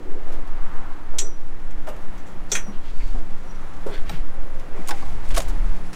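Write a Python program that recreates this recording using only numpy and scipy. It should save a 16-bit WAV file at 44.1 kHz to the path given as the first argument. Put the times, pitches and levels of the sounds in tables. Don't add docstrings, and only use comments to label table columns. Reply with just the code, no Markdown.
import sys
import numpy as np
from scipy import signal
from scipy.fft import rfft, irfft
from scipy.io import wavfile

SR = 44100
rng = np.random.default_rng(int(sys.argv[2]) if len(sys.argv) > 2 else 0)


def unload_wav(signal):
    wavfile.write(
        sys.argv[1],
        SR,
        np.round(np.clip(np.atleast_2d(signal).T, -1, 1) * 32767).astype(np.int16),
    )


N = 262772
T = np.arange(N) / SR
HIT = T[:int(.7 * SR)]

# (middle t/s, half length/s, air level/dB, rustle level/dB)
MOVES = [(0.04, .04, -30, -80), (0.27, 0.058, -44, -75), (1.072, 0.054, -31, -85), (2.202, 0.3, -52, -68),
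         (2.54, 0.035, -33, -68), (3.05, 0.088, -25, -54), (3.19, 0.05, -27, -61.5),
         (3.7, 0.56, -38, -59.5), (4.126, 0.074, -21.5, -68), (4.58, 0.076, -34, -61.5),
         (4.972, 0.14, -40, -51), (5.095, 0.062, -22.5, -73), (5.33, 0.085, -19, -51),
         (5.468, 0.069, -22.5, -51), (5.586, 0.044, -23, -62), (5.706, 0.05, -24.5, -56.5),
         (5.87, 0.3, -35, -57.5)]
CATCH_DB = 1.2


def undb(db):
    return 10 ** (np.asarray(db) / 20)


def unit(x):
    return x / np.sqrt(np.mean(x ** 2))


def curve(rows):
    return undb(np.interp(T, *np.transpose(rows)))


def colour(x, points):
    hz, db = np.transpose(points)
    f = np.maximum(np.fft.rfftfreq(len(x), 1 / SR), 1e-3)
    gain = undb(np.interp(np.log(f), np.log(hz), db))
    return unit(irfft(rfft(x) * gain, len(x)))


def grains(t, spread_db):
    size = np.minimum(rng.exponential(size=len(t)), np.pi)
    return unit(rng.standard_normal(len(t)) * undb(spread_db * size))


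def walk(rate):
    count = int(T[-1] * rate) + 2
    return unit(signal.resample(rng.standard_normal(count), N))


def jitter(values):
    return np.interp(HIT, np.linspace(0, HIT[-1], num=len(values)), values)


def swell(rise_s, decay_s):
    rise = np.minimum(HIT / max(rise_s, 1e-4), 1)
    return rise * np.exp(-np.maximum(HIT - rise_s, 0) / decay_s)


def decay(t60):
    return np.exp(-np.log(1000) * HIT / t60)


def mode(hz, t60, sag=0):
    turns = np.cumsum(hz * (1 + sag * np.exp(-HIT / 0.017))) / SR
    return np.sqrt(2) * np.sin(2 * np.pi * turns) * decay(t60)


def modes(rows, gain_db=0):
    return sum(undb(gain_db + db) * mode(hz, t60) for hz, t60, db in rows)


def crowd(count):
    hz = np.geomspace(80, 16000, count) * (1 + 5 / count * rng.uniform(-.5, .5, count))
    spectrum = np.zeros(len(HIT) // 2 + 1, complex)
    bins = (hz * len(HIT) / SR).astype(int)
    spectrum[bins] = np.sqrt(hz) * np.exp(2j * np.pi * rng.random(count))
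    return irfft(spectrum, len(HIT))


def panel(hz, t60, crowd_db):
    shape = [(hz / 4, -40), (hz / 2.2, -8), (hz, 0), (hz * 1.46, -7), (hz * 4, -35), (hz * 20, -80)]
    neighbours = colour(grains(HIT, 0), shape)
    return mode(hz, t60, sag=0.11) + undb(crowd_db) * neighbours * decay(t60)


def stirred(rest_db, moves):
    power = sum(undb(db) ** 2 * np.exp(-((T - s) / half_s) ** 2) for s, half_s, db in moves)
    return np.sqrt(undb(rest_db) ** 2 + power)


def bump(middle_s, half_s):
    return np.exp(-.5 * ((T - middle_s) / half_s) ** 2)


def add(out, s, sound):
    start = int(s * SR)
    out[start:start + len(sound)] += sound[:N - start]


def near_walls(x, share=0.061, drift=0.065):
    index = np.arange(N)
    echoes = 0
    for lag_s in (.0023, .0071):
        lag = lag_s * SR * (1 + drift * walk(1))
        echoes = echoes + np.interp(index - lag, index, x)
    return (x + share * echoes) / np.sqrt(1 + 2 * share ** 2)


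def yard():
    # (t/s, level/dB)
    yard_level = [(0.0, -43.5), (0.8, -41), (1.3, -45.5), (2.04, -41), (2.9, -43.5), (3.75, -42),
                  (4.5, -42), (5.5, -38.5), (5.96, -41)]
    # (f/Hz, level/dB)
    yard_spectrum = [(70, 9), (120, 2.5), (200, 2.5), (250, 1.5), (350, 0), (480, -2.5), (800, -2.5),
                     (1200, -5), (1900, -9), (3000, -19.5), (5000, -28), (12000, -36.5)]
    return colour(grains(T, 0), yard_spectrum) * curve(yard_level) * undb(0.42 * walk(16))


def engine(waver=0.0073, flutter_db=2.5):
    # (f/Hz, level/dB), the first two then scaled by deep_gain
    hum_tones = [(144, -60.5), (183, -53), (295.5, -53.5), (366, -60), (517, -64), (767, -80)]
    # (t/s, level/dB)
    deep_gain = [(0, -2.5), (1.4, -4.5), (2.3, 3), (3.2, 0), (3.8, 4.5), (4.4, -2.5), (5.9, 6.5)]
    tones = []
    for hz, db in hum_tones:
        level = undb(db + flutter_db * walk(8))
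        turns = hz * np.cumsum(1 + waver * walk(12)) / SR
        tones.append(level * np.sqrt(2) * np.sin(2 * np.pi * turns))
    return sum(tones[:2]) * curve(deep_gain) + sum(tones[2:])


def whine(hz=10200, early_db=-82, late_db=-69):
    shape = [(hz * .9, -60), (hz * .98, -12), (hz, 0), (hz * 1.02, -12), (hz * 1.1, -60)]
    level_db = np.linspace(early_db, late_db, N) + 2 * walk(19)
    return colour(grains(T, 0), shape) * undb(level_db)


def wind(sway_db=-14.0, breeze_db=-40, gust_db=2):
    # (f/Hz, level/dB)
    eddy_spectrum = [(12, -47), (22, -1), (32, -5.5), (42, -24), (60, -22.5), (90, -30), (130, -48.5),
                     (300, -47), (1000, -99)]
    # (f/Hz, level/dB)
    sway_spectrum = [(1, 0), (3, -9), (5.5, 5.5), (10, -6), (15, -9), (22, -42), (40, -147), (100, -100)]
    flow = stirred(breeze_db, [(s, half_s, air_db) for s, half_s, air_db, rustle_db in MOVES])
    eddies = colour(grains(T, 0), eddy_spectrum) * flow * undb(gust_db * walk(17))
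    sway = unit(np.tanh(colour(grains(T, 0), sway_spectrum) / 2))
    ease = signal.windows.tukey(N, .03)
    return (eddies + undb(sway_db) * sway) * ease


def rubbing(rest_db=-63, grain_db=2.5):
    # (f/Hz, level/dB)
    cloth_spectrum = [(800, -30), (2000, 3), (3300, 3), (4500, -0.5), (5600, -2), (7500, -2.5),
                      (9300, -8.5), (11000, -13), (15000, -19)]
    effort = stirred(rest_db, [(s, half_s, rustle_db) for s, half_s, air_db, rustle_db in MOVES])
    return colour(grains(T, grain_db), cloth_spectrum) * effort * undb(CATCH_DB * walk(90))


def slides():
    # (middle t/s, level/dB, half length/s, centre f/Hz, width/octaves)
    slide_events = [(0.033, -42, 0.17, 377, 0.66), (0.336, -40.5, 0.044, 453, 1.7),
                    (0.737, -45, 0.24, 1050, 0.93), (1.248, -41.5, 0.042, 396, 0.22),
                    (1.88, -45, 0.008, 1490, 0.57), (1.897, -51.5, .017, 2780, .13),
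                    (2.75, -52, 0.018, 2840, 0.73), (2.876, -51.5, 0.036, 2800, 1.07),
                    (3.017, -46, 0.014, 2250, 0.41), (3.024, -60, 0.068, 4520, 0.11),
                    (3.675, -50, 0.19, 1170, 0.78), (2.511, -50, .012, 5000, 1.1),
                    (3.51, -58.5, 0.045, 5790, 0.05), (4.133, -45.5, 0.048, 2300, 1.2),
                    (4.53, -47.5, 0.16, 530, 0.23), (4.772, -40, 0.021, 380, 1.1),
                    (4.891, -37, 0.0045, 14900, .04), (4.957, -50, 0.075, 2090, 0.32),
                    (4.973, -57, 0.036, 6740, 0.8), (5.06, -48, 0.056, 810, 0.66),
                    (4.79, -55, 0.038, 2180, .4)]
    out = np.zeros(N)
    f = np.maximum(np.fft.rfftfreq(len(HIT), 1 / SR), 1)
    for s, db, half_s, hz, octaves in slide_events:
        body = 1 / (1 + (np.log2(f / hz) / octaves) ** 2) ** 2
        slips = unit(irfft(rfft(grains(HIT, 3.8)) * body, len(HIT)))
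        out += undb(db) * np.resize(slips, N) * bump(s, half_s)
    return out * undb(CATCH_DB * walk(45))


def twist(middle_s=3.955, half_s=.028, level_db=-38.7, slips_per_s=1200):
    # (f/Hz, bandwidth/Hz, level/dB)
    rasp_resonances = [(430, 45, -2.5), (1580, 220, 1), (2100, 250, -2.5), (3390, 290, -0.5),
                       (4300, 190, -7.5)]
    slips = (rng.random(N) < slips_per_s / SR) * rng.uniform(0.6, 1, N)
    rasp = 0
    for hz, width, db in rasp_resonances:
        b, a = signal.iirpeak(hz, hz / width, fs=SR)
        rasp = rasp + undb(db) * unit(signal.lfilter(b, a, slips * rng.choice([-1, 1], N)))
    return undb(level_db) * unit(rasp) * bump(middle_s, half_s)


def pings():
    # (t/s, level/dB)
    jolts = [(1.887, -55), (2.565, -50), (4.093, -48)]
    # (f/Hz, t60/s, level/dB)
    washer_modes = [(8200, .1, 0), (13700, .16, -2), (14150, .14, -12)]
    out = np.zeros(N)
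    for s, db in jolts:
        add(out, s, undb(db) * modes(washer_modes))
    return out


def plate(snap_s=4.0945, level_db=-33, rise_s=0.00085):
    # (f/Hz, t60/s, level/dB)
    plate_modes = [(834, 0.073, -1), (1330, .06, -2.5), (1830, 0.056, -5), (2360, 0.043, -2),
                   (3130, .04, -6), (3910, 0.031, -0.5), (4690, 0.038, -6.5), (5570, 0.11, -14)]
    out = np.zeros(N)
    ring = sum(rng.choice([-1, 1]) * undb(db) * mode(hz, t60) for hz, t60, db in plate_modes)
    add(out, snap_s, undb(level_db) * ring * np.minimum(HIT / rise_s, 1))
    return out


def clinks(tail_db=-6, tail_s=0.02, frame_s=0.024, frame_modes_db=-5):
    # (t/s, level/dB, chatter time/s, bright ring level before halving/dB,
    # frame clank level/dB, place struck 0-1, pitch waver as a share)
    strikes = [(1.185, -21, 0.014, 2, -16, 0.1, 0.0035), (2.517, -23, 0.014, 8.5, -10, 0.92, .0015),
               (2.552, -25.5, 0.011, 1, 1.5, 0.96, 0.0017), (1.708, -53.5, 0.0034, -11, -1.5, 0.9, .003),
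               (2.178, -59.5, 0.0063, 8, 2, 0.8, .003), (2.262, -60.5, 0.043, 12, -4, 0.6, 0.0028)]
    # (f/Hz, t60/s, level at place 0/dB, level at place 1/dB)
    fitting_modes = [(1416, .25, -25, -18), (3433, .17, -24, -12), (5720, .2, -9, -11),
                     (5780, .4, -23, -14), (5815, .37, -12, -27), (5884, .33, -6, -27),
                     (5970, .18, -18, -10), (6008, .25, -14, -14), (6331, .12, -18, 3),
                     (6484, .16, -18, -13), (6620, .12, -6, -13), (6810, .12, -3, -16),
                     (7080, .13, -16, -11), (7587, .15, -3, -10), (7634, .15, -6, -11),
                     (8220, .18, -12, -15), (13630, .15, -18, -21)]
    # (f/Hz, level/dB)
    contact_spectrum = [(1500, -30), (2800, -13), (3700, -7), (4700, -14), (5500, -7), (6100, -6.5),
                        (7600, -5), (8800, -14.5), (11000, -22), (15500, -38)]
    # (f/Hz, level/dB)
    frame_spectrum = [(200, 11), (400, 7), (800, 6.5), (1400, 18), (1850, 19.5), (2400, 21.5), (3400, 7),
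                      (4400, -30), (9500, 5.5), (15500, -20)]
    # (f/Hz, t60/s, level/dB)
    frame_modes = [(1842, 0.15, -1.5), (2260, 0.11, -9), (2454, 0.069, 2), (3290, 0.12, -1.5),
                   (3750, 0.083, -23), (3880, 0.13, -10)]
    rock_db, settle_s = 3.5, .15
    out = np.zeros(N)
    for s, db, chatter_s, ring_db, frame_db, place, waver in strikes:
        chatter = colour(grains(HIT, 0.67), contact_spectrum)
        chatter = chatter / (1 + (HIT / chatter_s) ** 2) * np.exp(-HIT / 0.14)
        shimmer = colour(colour(crowd(count=400), contact_spectrum), contact_spectrum)
        shimmer = shimmer * swell(0.0012, tail_s)
        ring = 0
        for hz, t60, first_db, second_db in fitting_modes:
            rock = jitter(rng.standard_normal(120))
            bend = jitter(rng.standard_normal(70)) - (HIT / settle_s) ** 2
            gain = undb(first_db + place * (second_db - first_db) + rock_db * rock)
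            ring = ring + rng.choice([-1, 1]) * gain * mode(hz * (1 + waver * bend), t60)
        ring = ring * np.minimum(np.pi * HIT / chatter_s, 1) / 2
        frame = colour(crowd(count=260), frame_spectrum) * swell(0.00045, frame_s)
        frame = frame + modes(frame_modes, frame_modes_db)
        clink = chatter + undb(tail_db) * shimmer + undb(ring_db) * ring + undb(frame_db) * frame
        add(out, s, undb(db) * clink)
    return out


def door(push_s=0.0048, ring_db=-5):
    # (t/s, level/dB, panel f/Hz, t60/s)
    knocks = [(4.890, -27, 1020, .09), (4.891, -33.5, 740, .08), (4.903, -31.5, 307, 0.082),
              (4.907, -27.5, 789, .15), (4.907, -30, 1440, .09), (5.022, -34, 1070, .06),
              (5.028, -38, 700, .09), (5.368, -26.5, 1050, .08), (5.375, -19.5, 625, .085),
              (5.384, -28.5, 530, .11), (5.408, -36, 720, .15)]
    # (f/Hz, t60/s, level/dB)
    door_modes = [(748, 0.32, -17.5), (1043, 0.09, -9), (1590, 0.058, -11)]
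    out = np.zeros(N)
    for s, db, hz, t60 in knocks:
        push = np.minimum(HIT / push_s, 1)
        body = panel(hz, t60, crowd_db=-4) + modes(door_modes, ring_db)
        add(out, s, undb(db) * push * body)
    return out


def latch(steel_db=-9, steel_s=0.011, judder_db=3, part_db=-9, part_s=0.0076):
    # (t/s, level/dB, rise/s, decay/s, brightness/(dB per octave), struck part f/Hz)
    latch_jolts = [(4.874, -35, .0005, .003, 2, 8300), (4.8845, -28, 0.00045, 0.0081, 2.5, 9050),
                   (4.891, -30.5, .0005, .006, 0, 7000), (4.9074, -24, 0.00033, 0.0031, -3, 3590),
                   (4.911, -27, 0.00026, 0.004, -2.5, 5180), (5.023, -43, .001, .005, -4, 4500),
                   (5.289, -42, .0003, 0.0015, 5, 8500), (5.305, -35, .0014, 0.016, -3.5, 3400),
                   (5.340, -32, .008, 0.016, -0.5, 4180), (5.363, -26.5, .002, .007, 1, 8200),
                   (5.369, -22.5, .001, 0.0093, -3, 3620), (5.376, -23, 0.0012, 0.011, 3, 9700),
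                   (5.402, -30, .0012, 0.0074, -1.5, 6800), (5.416, -35, 0.0024, 0.01, 1.5, 7400),
                   (5.481, -43, .002, 0.012, 5, 9400), (5.495, -46, .002, .008, 2, 8000),
                   (5.929, -40, 0.0025, 0.028, -1, 5500)]
    # (f/Hz, level/dB)
    latch_spectrum = [(300, -4.5), (1000, 1.5), (1900, 3), (3200, -0.5), (6000, -1.5), (9500, -4.5),
                      (12000, -12), (14000, -11), (15000, -19), (16000, -25)]
    out = np.zeros(N)
    for s, db, rise_s, decay_s, tilt, part_hz in latch_jolts:
        spectrum = [(hz, band_db + tilt * np.log2(hz)) for hz, band_db in latch_spectrum]
        judder = unit(undb(judder_db * jitter(rng.uniform(-2, 2, 600))))
        scrape = colour(grains(HIT, 0.76), spectrum) * judder * swell(rise_s, decay_s)
        steel = colour(crowd(count=90), spectrum) * swell(rise_s, steel_s)
        part = colour(grains(HIT, 0), [(part_hz * .85, -50), (part_hz, 0), (part_hz * 1.15, -50)])
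        part = part * swell(rise_s, part_s)
        add(out, s, undb(db) * (scrape + undb(steel_db) * steel + undb(part_db) * part))
    return out


def boots(deck_s=0.058, push_cycles=1.2):
    # (t/s, level/dB, panel f/Hz, t60/s, deck level/dB)
    footfalls = [(1.137, -42, 580, 0.06, 2), (1.215, -40.5, 380, 0.13, 0.5), (1.869, -35.5, 487, 0.087, 1),
                 (1.878, -32, 585.5, .18, -9), (2.518, -27, 371, 0.07, -7), (2.664, -39, 564, .07, -5.5),
                 (2.674, -28, 200, 0.18, -14.5), (3.143, -32.5, 240, 0.094, -11),
                 (3.148, -38, 700, 0.12, -8), (3.862, -19, 387, 0.05, -17.5), (3.868, -30, 519, 0.12, -22),
                 (3.885, -36, 393.5, 0.31, -0.5), (4.099, -34, 630, 0.05, -6), (4.102, -27, 160, 0.11, -24),
                 (4.131, -30, 145, .12, -23), (4.757, -37.5, 370, .14, -4), (4.783, -30.5, 182, 0.17, -16)]
    # (f/Hz, level/dB)
    deck_spectrum = [(90, 5), (200, -8.5), (350, 6.5), (700, 2), (1100, -3), (2000, -13.5), (4000, -28),
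                     (9000, -27.5), (16000, -44)]
    # (t/s, level/dB,
    # rise/s, decay/s)
    grit_events = [(.315, -48, .01, .02), (.473, -49, .002, .008), (1.869, -45, .002, .02),
                   (1.886, -42, .002, .012), (1.964, -49, .001, .005), (2.005, -57, .015, .025),
                   (2.165, -55, .015, .025), (2.262, -55, .012, .025), (3.865, -46, .002, .02),
                   (4.112, -51, .005, .04), (4.596, -46, .001, .007), (4.094, -31, .001, .004)]
    # (f/Hz, level/dB)
    grit_spectrum = [(500, -22), (1200, 8.5), (2600, 4.5), (4000, 0.5), (6000, -1), (9000, -4), (12500, -8),
                     (13700, -8), (15500, -24)]
    out = np.zeros(N)
    for s, db, hz, t60, deck_db in footfalls:
        deck = colour(crowd(count=60), deck_spectrum) * swell(0.00073, deck_s)
        push = np.minimum(HIT * hz / push_cycles, 1)
        add(out, s, undb(db) * push * (panel(hz, t60, crowd_db=-4.0) + undb(deck_db) * deck))
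    for s, db, rise_s, decay_s in grit_events:
        add(out, s, undb(db) * colour(grains(HIT, 4.0), grit_spectrum) * swell(rise_s, decay_s))
    return out


def scene():
    background = engine() + whine() + wind()
    reflected = near_walls(yard() + rubbing() + slides())
    steel = pings() + plate() + clinks() + door() + latch()
    return (background + reflected + twist() + steel + boots())[None]


def record(dry, top_hz=15800):
    low_pass = signal.ellip(10, .1, 90, top_hz, fs=SR, output="sos")
    return signal.sosfilt(low_pass, dry)


dry = scene()
out = record(dry)
unload_wav(out)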